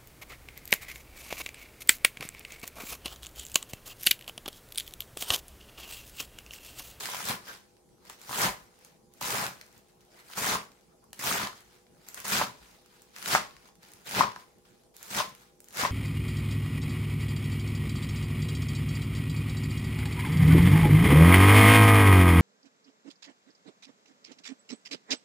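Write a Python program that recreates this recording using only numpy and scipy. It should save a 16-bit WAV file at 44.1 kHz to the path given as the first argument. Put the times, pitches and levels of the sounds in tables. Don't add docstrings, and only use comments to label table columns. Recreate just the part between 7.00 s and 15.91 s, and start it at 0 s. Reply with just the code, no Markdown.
import sys
import numpy as np
from scipy import signal
from scipy.fft import rfft, irfft, next_fast_len
from scipy.io import wavfile
from scipy.ndimage import uniform_filter1d

SR = 44100
rng = np.random.default_rng(int(sys.argv[2]) if len(sys.argv) > 2 else 0)


def field_ratio(decibels):
    return 10 ** (np.asarray(decibels, dtype=float) / 20)


def pcm_store(signal):
    levels = np.round(np.clip(np.atleast_2d(signal), -1, 1) * 32767)
    wavfile.write(sys.argv[1], SR, levels.astype(np.int16).T)


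N = 392914

# (pitch_hz, level_db)
LEAF_TONE = [(600, -28), (1400, -2.5), (2200, -4.5), (5000, -6), (6500, -13.5), (9000, -27), (16000, -35)]
# (pitch_hz, level_db)
FIZZ_TONE = [(4500, -16), (6500, -1.5), (8000, -2), (11000, -3.5), (15000, -5)]
# (pitch_hz, width_hz, level_db)
BOARD_TONES = [(590, 67, 1.5), (732, 20, -4), (960, 40, -11), (980, 8, -2), (1020, 8.5, 4.5),
               (1063, 11, -4), (1105, 25, -6), (1200, 22, 2), (1370, 25, -4), (1400, 30, 0),
               (1780, 30, -4.5), (2230, 22, -5), (2895, 25, -12.5)]


def evened(x):
    return x / np.sqrt(np.mean(x ** 2) + 1e-20)


def steadied(x):
    return x / np.sqrt(uniform_filter1d((x ** 2).mean(0), 2500) + 1e-9)


def read(points, hz):
    f, value = np.transpose(points)
    return np.interp(np.log(hz + 1), np.log(f + 1), value)


def add(mix, s, sound):
    part = mix[:, round(s * SR):][:, :sound.shape[1]]
    part += sound[:, :part.shape[1]]


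def ears(pan_db):
    return field_ratio(np.array([pan_db / 2, -pan_db / 2]))


def coloured(x, gains_db):
    size = next_fast_len(N)
    hz = np.fft.rfftfreq(size, 1 / SR)
    return irfft(rfft(x, size) * field_ratio(gains_db(hz)), size)[..., :N]


def leaf_colour(x, tone):
    # (pitch_hz, left_minus_right_db)
    balance = [(1000, 2.5), (3000, 0), (8000, 0.4), (14000, -4)]
    return coloured(x, lambda hz: read(tone, hz) + read(balance, hz) * [[0.5], [-0.5]])


def ring(x, modes):
    out = 0
    for k, (hz, width_hz, db) in enumerate(modes):
        r = np.exp(-np.pi * width_hz / SR)
        turn = 2 * np.pi * hz / SR
        gain = (-1) ** k * field_ratio(db) * np.sqrt(1 - r) * np.sin(turn)
        out = out + signal.lfilter([gain], [1, -2 * r * np.cos(turn), r * r], x)
    return out


def uneven(per_s, spread_db):
    size = field_ratio(spread_db * np.minimum(rng.exponential(1, N), 4))
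    return size * (rng.random(N) < per_s / SR)


def air():
    # (pitch_hz, level_db_per_hz)
    hiss_tone = [(15, -59.5), (25, -10), (190, 4), (301, -3.5), (354, 3.5), (476, -8), (545, -2), (695, -3),
                 (818, -16), (911, -7.5), (1740, -25.5), (4870, -16.5), (10700, -18.5), (16000, -31.5)]
    # (pitch_hz, likeness)
    hiss_same = [(60, 0.63), (200, 0.63), (500, 0.2), (1500, 0.27), (8000, 0.067)]
    # (pitch_hz, width_hz, level_db)
    motor = [(58.7, 10, -77.5), (191, 12, -82.5), (241.7, 12, -78), (317, 25, -85), (360.4, 3, -73),
             (436, 10, -74.5), (489, 1.7, -73), (804, 9, -76.5)]
    frames, hz = N // 256 + 5, np.fft.rfftfreq(1024, 1 / SR)
    a, b, c, d, patches = rng.standard_normal((frames, 513, 5)).T
    patches = evened(uniform_filter1d(uniform_filter1d(patches, 12, 0), 8, 1))
    same = np.clip(read(hiss_same, hz), -1, 1)[:, None]
    left = a + 1j * b
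    right = same * left + np.sqrt(1 - same ** 2) * (c + 1j * d)
    z = np.array([left, right]) * field_ratio(read(hiss_tone, hz)[:, None] + 3.5 * patches)
    hiss = field_ratio(-65.5) * evened(signal.istft(z, nperseg=1024, noverlap=768)[1][:, :N])
    common, apart = rng.standard_normal(N), rng.standard_normal((2, N))
    rumble = common + 0.55 * apart
    hum = sum(field_ratio(db) * steadied(ring(rumble, [(f, width, 0)])) for f, width, db in motor)
    return hiss + hum


def kitchen(x):
    # (delay_s, left_db, right_db)
    near = [(.0070, -15, -16), (0.0145, -18, -16), (0.03, -18.5, -17.5)]
    # (pitch_hz, fall_s)
    fall_times = [(100, 0.97), (500, 0.31), (2000, 0.27), (8000, 0.29), (16000, 0.26)]
    taps = np.zeros((2, SR // 2))
    at = np.arange(400, SR // 2 - 20, 20) + rng.integers(0, 20, (2, (SR // 2 - 401) // 20))
    np.put_along_axis(taps, at, rng.choice([-1., 1.], at.shape), 1)
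    hz, t, z = signal.stft(taps, SR, nperseg=256)
    dying = field_ratio(-60 * t / read(fall_times, hz)[:, None])
    tail = signal.istft(z * dying, SR, nperseg=256)[1]
    tail = field_ratio(-7) * tail / np.linalg.norm(tail[0])
    for s, *dbs in near:
        tail[:, round(s * SR)] += field_ratio(np.array(dbs))
    return signal.fftconvolve(x, tail, axes=1)[:, :N]


def bumps():
    # (start_s, peak_db)
    pushes = [
        (0.019, -63),
        (1.478, -47),
        (1.599, -61),
        (4.649, -64),
        (5.599, -59),
        (6.329, -54),
        (6.549, -62),
    ]
    out, t = np.zeros((2, N)), np.arange(6000) / SR
    swell = np.e * t / 0.017 * np.exp(-t / 0.0178)
    for s, db in pushes:
        add(out, s, field_ratio(db) * swell * np.sin(2 * np.pi * 56 * t) * np.ones((2, 1)))
    return out


def rustles():
    # (start_s, length_s, level_db, pitch_hz, width_hz)
    drags = [(.468, 0.062, -43.5, 1530, 90), (3.13, 0.12, -62, 2030, 90), (6.4, 0.048, -52.5, 1900, 600),
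             (2.5, 0.11, -64, 155, 63), (4.01, 0.056, -62, 1030, 200), (3.87, 0.093, -70, 1300, 410),
             (1, 0.052, -69, 1100, 500), (6.68, .05, -65, 1100, 770), (5.166, 0.024, -45, 2200, 2200),
             (7.13, 0.09, -39.5, 2500, 250), (7.058, 0.04, -43, 3400, 2500)]
    out = np.zeros((2, N))
    for s, length_s, db, hz, width_hz in drags:
        noise = rng.standard_normal((2, SR // 4))[:, :round(length_s * SR)]
        swell = np.hanning(noise.shape[1])
        add(out, s, field_ratio(db) * evened(ring(noise, [(hz, width_hz, 0)])) * swell)
    return out


def rings():
    # (start_s, level_db, pitch_hz, time_to_fall_60_db_s)
    tones = [(1.468, -50, 980, .2), (3.556, -44, 1034, 0.22), (3.556, -47, 1123, 0.35),
             (4.473, -43.5, 1031, 0.2), (5.416, -44.5, 982, 0.46), (5.416, -35, 1314, .18),
             (6.352, -34.5, 1093, 0.34), (6.352, -40, 723, .16), (7.209, -32, 985, .26),
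             (7.21, -29.5, 1068, 0.33), (7.21, -39, 1810, .15), (8.222, -38.5, 1040, 0.24),
             (8.203, -44, 1464, .15), (8.851, -39, 1050, .2)]
    out, t = np.zeros((2, N)), np.arange(SR // 2) / SR
    lag = 1.1 * np.array([[0], [1]])
    for s, db, hz, t60_s in tones:
        slow = uniform_filter1d(uniform_filter1d(rng.standard_normal(len(t)), size=500), size=500)
        shake_db = 5 * evened(slow)
        tone = np.sin(2 * np.pi * hz * t - lag) * ears(3.0)[:, None]
        rise = 1 - np.exp(-t / 0.004)
        add(out, s, rise * field_ratio(db - 60 * t / t60_s + shake_db) * tone)
    return out


def knocks():
    # (start_s, peak_db, pitch_hz, pan_db)
    stem_breaks = [(0.0883, -29, 930, -3), (0.137, -28.5, 1040, -3), (0.1461, -28, 980, 2),
                   (0.188, -34, 1190, 3), (0.204, -31, 1250, 3), (0.286, -30, 960, 1),
                   (1.2939, -30.5, 990, 4), (1.311, -27.5, 1030, -5), (1.3162, -39, 1050, 2),
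                   (1.3297, -25, 1120, 0), (1.3338, -30, 1070, 4), (1.358, -30, 1450, 6),
                   (1.368, -28, 1450, 0), (1.430, -25, 1200, 3), (1.449, -26, 1430, 3),
                   (2.214, -25, 960, 0), (2.28, -32, 1013, -1), (2.301, -29, 1044, 7),
                   (2.3077, -37, 1040, -3), (2.350, -25.5, 1000, -8), (2.4169, -26, 1000, 3),
                   (2.51, -40, 1070, -8), (3.374, -33, 1090, -2), (3.3793, -24, 970, -1),
                   (3.395, -30, 1086, 3), (3.444, -25, 1250, 8), (4.131, -45, 800, 1),
                   (4.238, -26, 990, -4), (4.313, -22, 1300, 7), (4.3575, -28, 993, 2),
                   (5.2525, -31.5, 1000, -5), (5.332, -23.5, 1310, 2), (5.353, -26, 1500, 2),
                   (5.389, -26, 1400, 4), (5.402, -22, 1490, 2), (3.468, -20, 1700, 0),
                   (6.335, -20, 1250, -2), (7.169, -28, 1105, 6.5), (7.191, -23, 1030, -5),
                   (7.2358, -18, 1090, -6), (7.3625, -31, 1060, -2), (3.5405, -26, 1090, -6),
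                   (3.524, -26, 1010, 3), (6.373, -29, 1370, 1), (8.178, -27, 1060, 2.5),
                   (8.836, -20.5, 1060, 11),
                   (.3073, -28, 1000, 5), (.9819, -60, 1300, 0), (1.397, -25, 1400, 2),
                 (2.1477, -61, 1200, 0), (2.2437, -31, 1100, 9), (3.2929, -48, 1200, 0),
                 (3.3012, -42, 1000, 0), (3.517, -25, 1200, 2), (3.6387, -45, 1100, 2),
                 (4.4145, -25, 1200, 6), (4.5303, -39, 1200, 2), (4.9688, -59, 1200, 0),
                 (5.3006, -29, 1400, 2), (5.8598, -56, 1200, 1), (6.2602, -33, 1400, 3),
                 (6.6578, -51, 1200, 0), (6.6886, -50, 900, 0), (7.3615, -36, 1700, 0.5),
                 (8.158, -32, 906, 2), (8.188, -27, 1050, 2), (8.812, -25, 1050, 3), (8.863, -27, 1050, 3),
                 (8.685, -52, 1900, 0), (7.6908, -61, 1500, 0)]
    # (start_s, peak_db, pitch_hz, pan_db, contact_ms)
    landings = [(0.315, -31, 1000, -6, 1.7), (1.0996, -35.5, 1090, -1, 0.51), (1.466, -25, 910, -3, 0.62),
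                (3.554, -18, 1060, 1, 0.95), (4.471, -26, 1060, 1, 0.98), (5.4137, -30, 607, 2, 1.5),
                (5.4141, -13, 960, -2, 0.74), (6.3500, -11, 1177, 4.5, 0.81), (6.3492, -26, 603, -2, 2.1),
                (6.3497, -17, 823, 0, 1.5), (6.3509, -7.5, 1810, -1.5, 0.35), (7.2079, -7, 1034, 6, 1.03),
                (8.2015, -31.5, 606, -2, 3), (8.202, -18.5, 1030, 3, 1.44), (8.8498, -28, 590, -1, 2.1),
                (8.850, -16, 1020, 2, 1.36), (8.8502, -23.5, 1920, 4, 1.3)]
    stem_contact_ms, stem_ring_db, edge_ring_db = 0.62, -24.5, -39.5
    bounce_s, bounce_db, bounce_pitch = 0.00674, -5, 1.06

    rows = [(*row, stem_contact_ms, stem_ring_db) for row in stem_breaks]
    rows += [(*row, edge_ring_db) for row in landings]
    for s, db, hz, *rest in landings:
        rows.append((s + bounce_s, db + bounce_db, bounce_pitch * hz, *rest, edge_ring_db))

    blow, drive, t = np.zeros((2, N)), np.zeros((2, N)), np.arange(800) / SR
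    late = np.maximum(t - np.array([[0], [0.00015]]), 0)
    for s, db, hz, pan_db, contact_ms, ring_db in rows:
        lead = contact_ms / 2000
        u = 1000 * late / (contact_ms * np.array([[1.7], [1.3]]))
        swell = (np.e * u * np.exp(-u)) ** 2
        hit = field_ratio(db) * ears(pan_db)[:, None] * swell * np.sin(2 * np.pi * hz * (late - lead))
        add(blow, s - lead, hit)
        add(drive, s - lead, field_ratio(ring_db) * hit)
    return blow + ring(drive, BOARD_TONES) * ears(2.6)[:, None]


def snaps():
    # (start_s, peak_db, top_end_db)
    crisp = [(0.0082, -21, -16), (0.057, -15, -10), (0.1465, -23, -3), (0.2035, -23, -14),
             (0.216, -24, -11), (0.2543, -27, 3), (0.2872, -23, -1), (0.4853, -29, -22),
             (1.0982, -24.5, -6), (1.286, -30, -9), (1.2941, -28, -16), (1.3071, -41, -13),
             (1.3288, -19, -12), (1.418, -13, -2), (2.2116, -20, -7), (2.2811, -27, -11), (2.3054, -15, -5),
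             (2.433, -25, -6), (2.4656, -13.5, -8), (2.6127, -24.5, -14), (3.335, -22.5, -24),
             (3.4695, -19, -13), (3.4873, -19, -14), (4.131, -24.5, -5), (4.1926, -36, 8), (4.2401, -26, 6),
             (4.2807, -18, -29), (4.326, -8.5, -37), (4.4721, -16, -18), (5.0867, -27, 0),
             (5.1446, -33.5, 11.5), (5.176, -29, -8), (5.2019, -33, 5.5), (5.2158, -42, -19),
             (5.2533, -27, 1), (5.2814, -29, 11), (6.1633, -23.5, -11), (6.185, -29.5, -3.5),
             (6.2193, -24.5, -24), (6.2266, -19, -16), (6.2595, -13.5, -13), (6.35, -11, -36.5),
             (7.1112, -18, -14.5), (7.1492, -13, -21), (7.2075, -19, -23), (7.3605, -27, -17),
             (8.0288, -37, 11), (8.148, -14, -18), (8.7717, -20, -3), (8.8516, -19, -29)]
    # (start_s, peak_db, top_end_db)
    more_snaps = [(0.768, -45, -14), (0.8908, -53, -13), (1.0522, -50, 5), (1.2157, -33.5, -3),
                  (1.2726, -38, -14), (1.7417, -45, -16), (1.7581, -49, -20), (1.7908, -54, 9),
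                  (1.8109, -42, -17), (1.8486, -41, 4), (2.1379, -52, 10), (2.5782, -38, -22), (2.6644, -47, 2),
                  (2.7078, -46, -21), (2.7274, -42.5, -6), (2.7787, -51, 7), (2.8845, -57, 5),
                  (3.008, -44.5, -6), (3.0502, -54, 2), (3.2993, -38, -5), (3.3144, -31, -20),
                  (3.6522, -36, -22), (3.718, -40, -11), (3.81, -48, -9), (4.0415, -52.5, 6), (4.1058, -54, -5),
                  (4.5292, -35, -14), (4.6061, -51, 7), (4.8675, -44, -26), (5.0546, -45, -10),
                  (5.6046, -46, -7), (5.7125, -47, -2), (8.35, -38.5, 0), (5.8604, -46, 1), (6.02, -52.5, 14),
                  (6.5092, -34, -23), (6.5666, -33, -18), (6.6565, -39, -13), (6.6877, -39, -21),
                  (6.7548, -45.5, -2), (6.8318, -35, -16), (6.9187, -44.5, 4), (6.936, -39.5, 4),
                  (7.0172, -52, -1), (7.3187, -26, -24), (7.5842, -54.5, 3), (7.6512, -51, -6),
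                  (7.8361, -49, -8), (6.886, -49, 7), (7.966, -38, 5), (8.2936, -41, 3), (6.278, -19, -2),
                  (8.5943, -55, -6), (8.6039, -51, 16.5), (8.6435, -52.5, 15), (8.6854, -43, 8),
                  (8.7073, -33.5, -10), (8.7267, -39, -3)]
    body, top, t = np.zeros((2, N)), np.zeros((2, N)), np.arange(1200) / SR
    shape = 0.55 * np.exp(-t / 0.0009) + 0.08 * np.exp(-t / 0.009)
    for s, db, top_db in [*crisp, *more_snaps]:
        a, b, c = rng.standard_normal((3, len(t)))
        click = np.arange(len(t)) == rng.integers(0, 4, size=(2, 1))
        noise = 0.5 * a + 1.28 * np.array([b, c])
        burst = field_ratio(db + 0.5) * (1.5 * click + shape * noise)
        add(body, s, burst)
        add(top, s, field_ratio(top_db + 0.5) * burst)
    return leaf_colour(body, LEAF_TONE) + leaf_colour(top, FIZZ_TONE)


def crackle(per_s, spread_db, burst_s, same):
    power = signal.lfilter([1], [1, -np.exp(-2 / (burst_s * SR))], uneven(per_s, spread_db) ** 2)
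    a, b = rng.standard_normal((2, N))
    same = np.clip(same, 0, 1)
    return steadied(np.sqrt(power) * [a, same * a + np.sqrt(1 - same ** 2) * b])


def patchy(x, depth_db):
    z = signal.stft(x, nperseg=256)[2]
    field = uniform_filter1d(uniform_filter1d(rng.standard_normal(z.shape[1:]), 5, 0), 9, 1)
    return signal.istft(z * field_ratio(depth_db * evened(field)), nperseg=256)[1][:, :N]


def pops(cycles, apart):
    # (pitch_hz, level_db)
    stem_tone = [(350, -15), (600, -11), (1000, -4.5), (1500, -4), (2600, -10)]
    hz, t = np.geomspace(380, 2600, num=16)[:, None, None], np.arange(700) / SR
    phase = apart * (hz / 1000) ** 2 * rng.choice([-1, 1], (16, 1, 1)) * [[0.5], [-0.5]]
    u = t * hz / cycles
    shapes = field_ratio(read(stem_tone, hz)) * np.sqrt(hz) * u * np.exp(-u) * np.sin(2 * np.pi * hz * t + phase)
    size, kind = uneven(1500, 1.92), rng.integers(0, 16, N)
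    out = np.zeros((2, N))
    for k, shape in enumerate(shapes):
        out += signal.oaconvolve((size * (kind == k))[None], shape, axes=1)[:, :N]
    return steadied(out)


def effort():
    # (bite_s, bite_db, rise_to_full_push_s, full_db, hold_until_landing_s)
    cuts = [
        (.234, -51, 0.059, -37.5, 0.019),
        (1.287, -51, 0.14, -33.5, 0.038),
        (2.207, -45, 0.13, -39, 0.12),
        (3.371, -44.5, 0.11, -34.5, 0.065),
        (4.188, -51.5, 0.087, -35, 0.17),
        (5.246, -52, 0.083, -32.5, 0.091),
        (6.217, -57.5, 0.12, -28.5, 0.015),
        (7.085, -51.5, 0.11, -30.5, 0.0095),
        (8.098, -51, 0.088, -32, 0.008),
        (8.72, -62.5, 0.078, -34.5, 0.056),
    ]
    # (fizz_db, crunch_db, thud_db)
    bottoms = [
        (-3.5, 1, -3),
        (-2, 4.5, -3.5),
        (-3, 6, -2.5),
        (-6.5, 1.5, -5.5),
        (-8.5, 0.5, -7),
        (-7.5, -2, -6.5),
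        (-10, -3.5, -9),
        (-12.5, 2, -4),
        (-8.5, -3, -7),
        (-11.5, 0, -5.5),
    ]
    # (touch_s, touch_db, length_s, end_db)
    presses = [(0, -45.5, 0.22, -45), (1.188, -65.5, 0.1, -54), (2.114, -79, 0.11, -63.5),
               (3.243, -69.5, 0.09, -54), (3.351, -55, 0.03, -39), (4.13, -85, 0.055, -60.5),
               (5.066, -60.5, 0.06, -63), (5.133, -61, 0.071, -51), (5.229, -82, 0.019, -42.5),
               (6.158, -55.5, 0.065, -55), (6.277, -41, .03, -42.5), (7.045, -68, 0.026, -48),
               (7.942, -68.5, 0.17, -51.5), (8.601, -82, 0.12, -65.5)]
    # (peak_s, peak_db, rise_s, fall_s), times for 20 dB
    shuffles = [(0.486, -49, 0.07, 0.083), (.535, -53, .08, 0.096), (.66, -76, .15, .4),
                (.92, -81, 0.092, 0.3), (2.9, -74, .15, 0.11), (7.8, -81, .2, .1), (3.98, -84, .2, 0.22),
                (1.086, -60.5, 0.078, 0.027), (1.095, -54, 0.0044, 0.11), (1.859, -65, 0.24, 0.17),
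                (2.53, -62, .05, 0.36), (2.775, -64.5, 0.099, .05), (3.2, -60.5, 0.16, 0.085),
                (3.01, -71, .03, 0.074), (1.055, -62.5, 0.027, .1), (3.8, -77, 0.22, 0.36),
                (4.57, -61.5, 0.13, 0.16), (4.757, -66.5, 0.27, 0.11), (5.05, -68, 0.25, 0.15),
                (5.648, -63.5, .3, 0.37), (5.76, -68, 0.22, 0.076), (5.94, -66.5, 0.12, 0.47),
                (6.155, -59.5, 0.047, 0.023), (6.68, -65.5, 0.33, 0.062), (6.828, -62.5, 0.035, 0.83),
                (7.4, -60, 0.073, 0.072), (7.653, -69, 0.0047, 0.26), (8.42, -63, 0.12, 0.13)]
    # crackle, fizz, crunch, thud in dB
    at_bite, pressed, shuffled = (0, 2, -2.5, -5.5), (0, -1.5, -3.5, -12), (0, -5.5, -3, -6)
    at_rest_db = np.array((-94, -88, -88.5, -79))
    release_db_per_s = (289.7, 336, 264, 210)
    sag_db_per_s = 26.5
    settle_db, settle_db_per_s = -23.5, 76

    t = np.arange(0, N / SR + 0.01, 1 / 1000)
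    power = field_ratio(at_rest_db)[:, None] ** 2 + 0 * t
    for (bite, bite_db, rise, full_db, hold), bottom in zip(cuts, bottoms):
        full, land = bite + rise, bite + rise + hold
        since = np.maximum(t - land, 0)
        land_db = full_db - sag_db_per_s * (land - full)
        fall = field_ratio(-np.outer(release_db_per_s, since)) ** 2
        fall = fall + field_ratio(settle_db - settle_db_per_s * since) ** 2
        depth = np.clip((t - bite) / (land - bite), 0, 1)
        layers_db = np.outer(at_bite, 1 - depth) + np.outer((0, *bottom), depth)
        push_db = np.interp(t, [bite, full, land], [bite_db, full_db, land_db])
        start = np.clip((t - bite) / 0.007, 0, 1) ** 2
        power = power + start * fall * field_ratio(push_db + layers_db) ** 2
    for touch, touch_db, length, end_db in presses:
        end = touch + length
        db = np.interp(t, [touch, end], [touch_db, end_db])
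        db = db - np.outer(release_db_per_s, np.maximum(t - end, 0))
        power = power + (t >= touch) * field_ratio(db + np.array(pressed)[:, None]) ** 2
    for s, db, rise, fall in shuffles:
        swell_db = db - 20 * np.maximum((s - t) / rise, (t - s) / fall)
        power = power + field_ratio(swell_db + np.array(shuffled)[:, None]) ** 2
    return [np.interp(np.arange(N) / SR, t, np.sqrt(p)) for p in power]


def slicing():
    # (pitch_hz, width_hz, level_db)
    counter_tones = [(57.7, 28.8, -10.5), (126.8, 20, -2), (182.2, 24, 1), (202.5, 22, 1.5),
                     (262.4, 44, -3), (376, 38, -8)]
    # (pitch_hz, width_hz, level_db)
    rocking_tones = [(299, 130, -9)]
    leaf, fizz, stem, thud = effort()
    cells = patchy(crackle(per_s=3200, spread_db=2.1, burst_s=0.0011, same=0.16), depth_db=2.1)
    leaves = leaf * evened(leaf_colour(cells, LEAF_TONE))
    leaves = leaves + field_ratio(2.0) * fizz * evened(leaf_colour(cells, FIZZ_TONE))
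    stem = np.minimum(stem, field_ratio(4) * leaf)
    stems = stem * evened(pops(cycles=1.16, apart=1.24)) * ears(2.0)[:, None]
    board = field_ratio(-35.5) * ring(stems, BOARD_TONES)
    push = crackle(per_s=400, spread_db=3.3, burst_s=0.0011, same=1.0)
    rocking = evened(ring(push[0, ::-1], rocking_tones)) * [[1], [-1]]
    counter = evened(ring(push, counter_tones)) + field_ratio(-16) * rocking
    return field_ratio(2.0) * (leaves + stems + board), field_ratio(-1.0) * thud * counter


def scene():
    cut, thud = slicing()
    clicks, blows, drags = snaps(), knocks(), rustles()
    echoes = kitchen(clicks + drags + field_ratio(-2.5) * blows + field_ratio(-3.0) * cut)
    return cut + thud + clicks + blows + drags + bumps() + echoes + air() + rings()


def roll_off(x):
    return signal.sosfilt(signal.butter(12, 17010, fs=SR, output="sos"), x)


def record(dry):
    bass_cut = signal.butter(2, 36, "high", fs=SR, output="sos")
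    clean = signal.sosfilt(bass_cut, dry)
    band = signal.firwin(1023, 15880, window=("kaiser", 9), fs=SR)
    mix = signal.oaconvolve(clean, band[None], "same", axes=1)
    return roll_off(mix)


dry = scene()
out = record(dry)
pcm_store(out)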